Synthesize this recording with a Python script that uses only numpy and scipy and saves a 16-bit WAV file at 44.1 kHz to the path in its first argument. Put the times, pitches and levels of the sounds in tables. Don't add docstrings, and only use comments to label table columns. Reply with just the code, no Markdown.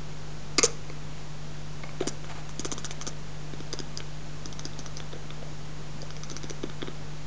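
import sys
import numpy as np
from scipy import signal
from scipy.io import wavfile

SR = 44100
rng = np.random.default_rng(int(sys.argv[2]) if len(sys.argv) > 2 else 0)


def store_pcm(level_fs):
    pcm = np.round(np.clip(level_fs, -1, 1) * 32767).astype(np.int16)
    wavfile.write(sys.argv[1], SR, np.atleast_2d(pcm).T)


N = 320166
TAPS = 2048
CUTOFF_HZ = 10800


# f/Hz, level/dB
EDGE_COLOUR = [(2000, -41.5), (4300, -12), (4900, 3), (5400, -10), (5950, 0.5), (7000, -5), (7700, -7.5),
               (9000, -3.5)]


def clicks(lip_ring_db=6.5, lip_width_hz=850, knock_hz=360, knock_decay_s=0.0012, knock_db=-2, edge_trim_db=2.0):
    out = np.zeros(N)
    t = np.arange(TAPS) / SR
    knock_shape = t * np.exp(-t / knock_decay_s)
    knock = burst(np.sin(2 * np.pi * knock_hz * t) * knock_shape, span=0.0019)
    for s, body_db, edge_db in releases():
        _, _, lip_hz, _ = pose(s)
        tear_s = .0018 + .004 * amp(edge_db)
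        tear = crackle(TAPS, spread_db=.6) * np.exp(-(t / tear_s) ** 2)
        tear[int(.0004 * SR)] += 1.8
        body = burst(colour(tear, cavity(s)), span=0.0053)
        edge_colour = past_lips(EDGE_COLOUR, s)
        edge = burst(colour(tear, edge_colour, lip_hz, lip_ring_db, lip_width_hz), span=0.0046)
        click = amp(body_db) * (body - amp(knock_db) * knock)
        add(out, s, click + amp(edge_db + edge_trim_db) * edge)
    return out


# t/s, click level/dB, brightness (edge over body, before the edge trim)/dB,
# lag of the tongue/s, pop level before its high-pass/dB, pop f before its glide/Hz
SMACKS = [(0.5826, -25.5, 11.5, 0.003, -25, 306), (0.5897, -23, 3.5, 0.0035, -44, 270),
          (.631, -29, 15.5, 0.0053, -18, 447), (.899, -43, -15, 0.0008, -41, 443),
          (1.8356, -38.5, -20, 0.0032, -40, 560), (2.005, -39, -4, 0.0038, -22.5, 370),
          (2.022, -39.5, -9, .003, -35, 625), (2.0707, -40.5, 14, 0.0012, -24.5, 297),
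          (2.5942, -41, 12.5, .001, -31, 266), (2.6476, -35.5, 7.5, 0.0063, -31, 353),
          (2.7162, -35.5, 8, .007, -31, 260), (3.067, -38, 8.5, 0.0081, -33.5, 280),
          (3.535, -48.5, -5, 0.00079, -35, 294), (3.604, -46.5, -1.5, .001, -35.5, 270),
          (3.7291, -38, 8, 0.0066, -34, 364), (3.7901, -39.5, 6.5, .011, -32.5, 270),
          (4.457, -46.5, 8.5, .001, -38, 270), (4.653, -45.5, 12, .001, -37.5, 324),
          (4.79, -43.5, 8.5, 0.00093, -37.5, 270), (5.1289, -44.5, -11, .0036, -39.5, 463),
          (5.157, -62, -10, .001, -39.5, 450), (5.426, -54, -10, 0.00092, -38.5, 557),
          (6.027, -55, -12, 0.0011, -40.5, 550), (6.2994, -44, 7, .015, -38.5, 328),
          (6.4327, -44, 3.5, 0.0082, -34, 270), (6.498, -41, 5, 0.0093, -36.5, 364),
          (6.633, -39, -6.5, 0.0046, -25.5, 317), (6.8186, -34.5, -20, 0.0084, -30, 305),
          (6.8744, -40, -15, .008, -34, 330)]


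def pops(rise_s=0.0012, cycles=0.82, glide=0.042, glide_s=0.0071, low_hz=215, sealed_db=-20):
    out = np.zeros(N)
    t = np.arange(TAPS) / SR
    for s, _, _, lag, pop_db, hz in SMACKS:
        stretch = 1 + amp(pop_db - sealed_db) ** 2
        gliding_hz = hz * (1 + glide * np.tanh(t / glide_s - .5))
        turns = np.cumsum(gliding_hz) / SR
        swell = 1 - np.exp(-t / (rise_s * stretch))
        decay_turns = stretch * cycles * (hz / 350) ** 1.64
        ring = -np.sin(2 * np.pi * turns) * swell * np.exp(-turns / decay_turns)
        add(out, s + lag, amp(pop_db) * burst(ring, span=0.0085))
    return signal.sosfilt(signal.butter(2, low_hz, "high", fs=SR, output="sos"), out)


# t/s, click level/dB, brightness (edge over body, before the edge trim)/dB
TICKS = [(.6442, -32.5, 18), (1.8919, -41, -22), (2.0769, -35, 12.5), (2.244, -41.5, -5.5),
         (2.4924, -44.5, 4.5), (2.78, -36, 2), (2.8454, -34.5, 7.5), (2.9086, -36, 2), (3.013, -37, 4),
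         (3.974, -45, 16), (4.0033, -37, -18), (4.5274, -41, -1), (4.5936, -39.5, 3.5), (4.7336, -45.5, -8),
         (4.861, -39.5, 1), (4.9695, -49, 14.5), (5.002, -37.5, -12), (5.305, -37.5, -20),
         (6.0178, -56, 16), (6.105, -41.5, -2), (6.166, -45, -0.5), (6.2344, -42, 4), (6.3654, -40, 6.5),
         (6.6978, -41, -9)]


def releases(tongue_db=-0.85, tongue_bright_db=-1.3):
    lips = [(s, db, db + bright) for s, db, bright, *_ in SMACKS + TICKS]
    tongue = []
    for s, db, bright, lag, _, _ in SMACKS:
        body_db = db + tongue_db
        tongue.append((s + lag, body_db, body_db + bright + tongue_bright_db))
    return lips + tongue


# t/s, opening (0 nearly shut, 1 wide), treble let out past the lips/dB,
# lip gap resonance f/Hz, fizz level against the click's edge (both before their trims)/dB
POSE = [(.59, .05, 1.5, 4230, -24), (.635, .07, 4.5, 6640, -8.5), (1.89, 0.13, 6, 6700, -10),
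        (2.07, 0.91, 7, 6940, -9.5), (2.8, 0.73, 3.5, 6150, -9), (3.07, 0.85, 1, 6200, -9),
        (3.8, 0.84, -2, 5000, -21.5), (4.8, 0.98, -7, 5650, -16), (6.02, 0.67, -6, 4730, -16),
        (6.3, 0.74, -7, 5900, -14), (6.8, 0.83, -3, 5800, -27)]


def pose(s):
    times, *columns = np.transpose(POSE)
    return [np.interp(s, times, column) for column in columns]


# f/Hz, level/dB
WIDE_MOUTH = [(250, -9.5), (520, -2.5), (900, -10.5), (1380, 1.5), (1750, -5.5), (2300, -8.5), (2700, -16),
              (3050, -1.5), (3620, 4.5), (4250, -18), (6000, -37)]
# f/Hz, level/dB
SHUT_MOUTH = [(300, -10.5), (820, -17), (1130, 8), (1650, -10.5), (2230, 8.5), (3400, -17.5), (4400, -7.5),
              (6000, -38)]


def cavity(s):
    wide = pose(s)[0]
    points = []
    for hz, _ in sorted(WIDE_MOUTH + SHUT_MOUTH):
        points.append((hz, wide * read(WIDE_MOUTH, hz) + (1 - wide) * read(SHUT_MOUTH, hz)))
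    return points


def past_lips(points, s, corner_hz=6650, spread_hz=160):
    _, treble_db, _, _ = pose(s)
    hz = np.arange(0, SR / 2, 20)
    shelf = (1 + np.tanh((hz - corner_hz) / spread_hz)) / 2
    return np.column_stack([hz, read(points, hz) + treble_db * shelf])


# f/Hz, level/dB
FIZZ_COLOUR = [(700, -18), (1250, -9.5), (1700, -17), (4100, -11), (4850, -6), (5400, -3.5), (6100, 1.5),
               (7700, -9), (9000, -6.5)]


def saliva(delay_s=.003, hold_s=0.02, trim_db=4.5):
    strokes = [row[:4] for row in SMACKS] + [(*row, 0) for row in TICKS]
    rows = []
    for s, db, bright, lag in strokes:
        fizz_db = pose(s)[-1]
        rows.append((s + delay_s, lag + hold_s, db + bright + fizz_db + trim_db))
    return sprays(rows, FIZZ_COLOUR, fade_db=14, spread_db=4.0)


# t/s, length/s, level/dB
RUSTLES = [(1.17, 0.053, -54), (2.002, 0.043, -45.5), (2.285, 0.05, -42), (2.34, 0.081, -46.5),
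           (5.12, 0.024, -55)]
# f/Hz, level/dB
RUSTLE_COLOUR = [(200, 0.5), (1300, -1), (4000, -10), (7000, -19)]


def rustles():
    return sprays(RUSTLES, RUSTLE_COLOUR, fade_db=5, spread_db=4)


def sprays(rows, spectrum, fade_db, spread_db):
    out = np.zeros(N)
    for s, length, db in rows:
        size = int(length * SR)
        fade = amp(-fade_db * np.linspace(0, 1, size))
        grains = crackle(size, spread_db) * signal.windows.tukey(size, .5) * fade
        grains = np.pad(grains, (0, TAPS))
        add(out, s, amp(db) * burst(colour(grains, past_lips(spectrum, s)), length))
    return out


# f/Hz, t/s
ROOM_T60 = [(300, 0.37), (1300, 0.25), (6000, 0.39)]
# f/Hz, level/dB
ROOM_COLOUR = [(200, 7), (470, -6), (660, 13.5), (950, 5), (1300, 8), (2500, 1.5), (4500, -4.5),
               (7000, -9.5)]


def room(x, early_db=-21, tail_db=-15):
    size = SR // 2
    hz, t, bands = signal.stft(rng.standard_normal(size), SR, nperseg=256)
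    start_db = read(ROOM_COLOUR, hz)[:, None]
    fall_db = 60 * t / read(ROOM_T60, hz)[:, None]
    bands = bands * amp(start_db - fall_db) * (hz < CUTOFF_HZ)[:, None]
    swell = np.minimum(np.arange(size) / SR / 0.0044, 1)
    tail = signal.istft(bands, SR, nperseg=256)[1][:size] * swell
    response = amp(tail_db) * tail / np.linalg.norm(tail)
    for delay_s in (.0013, .0024, .0041):
        response[int(delay_s * SR)] += amp(early_db)
    return signal.fftconvolve(x, response)[:N]


# multiple of the mains frequency, rms level/dB
HUM = [(1, -48), (2, -56.5), (3, -43.5)]


def hum(mains_hz=50):
    t = np.arange(N) / SR
    out = np.zeros(N)
    for multiple, db in HUM:
        turns = multiple * mains_hz * t + rng.random()
        out += amp(db) * np.sqrt(2) * np.sin(2 * np.pi * turns)
    return out


# f/Hz, level/dB
HISS_COLOUR = [(20, -6.5), (70, -1.5), (230, -1), (350, -4), (520, -6.5), (1000, -10), (2000, -14.5),
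               (4000, -17), (10000, -20)]


def hiss(level_db=-44.0):
    return amp(level_db) * unit(colour(rng.standard_normal(N), HISS_COLOUR))


def amp(db):
    return 10 ** (np.asarray(db) / 20)


def unit(x):
    return x / np.sqrt(np.mean(x ** 2) + 1e-20)


def burst(x, span):
    return x * np.sqrt(span * SR / (np.sum(x ** 2) + 1e-20))


def crackle(size, spread_db):
    snap_db = spread_db * np.minimum(rng.exponential(1, size), 4)
    return unit(rng.standard_normal(size) * amp(snap_db))


def read(points, hz):
    f, value = np.transpose(points)
    return np.interp(np.log(hz + 1), np.log(f + 1), value)


def colour(x, points, ring_hz=1000, ring_db=0, width_hz=500):
    hz = abs(np.fft.fftfreq(TAPS, 1 / SR))
    db = read(points, hz) + ring_db / (1 + (2 * (hz - ring_hz) / width_hz) ** 2)
    response = np.exp(np.conj(signal.hilbert(np.log(amp(db)))))
    return signal.oaconvolve(x, np.fft.ifft(response).real)[:len(x)]


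def add(mix, s, sound):
    part = mix[max(round(s * SR), 0):][:len(sound)]
    part += sound[:len(part)]


def scene():
    close = clicks() + pops() + saliva() + rustles()
    return (close + room(close) + hum() + hiss())[None]


# f/Hz, level/dB
MICROPHONE = [(6900, 0), (7300, -3.5), (7700, -13), (8050, -24), (8450, -15), (8900, -14.5), (9450, -21),
              (10000, -34), (10600, -50)]


def record(dry):
    heard = colour(dry[0], MICROPHONE)
    low_pass = signal.firwin(511, CUTOFF_HZ, window=("kaiser", 9), fs=SR)
    offset = -.0279
    return offset + signal.oaconvolve(heard, low_pass, "same")[None]


dry = scene()
out = record(dry)
store_pcm(out)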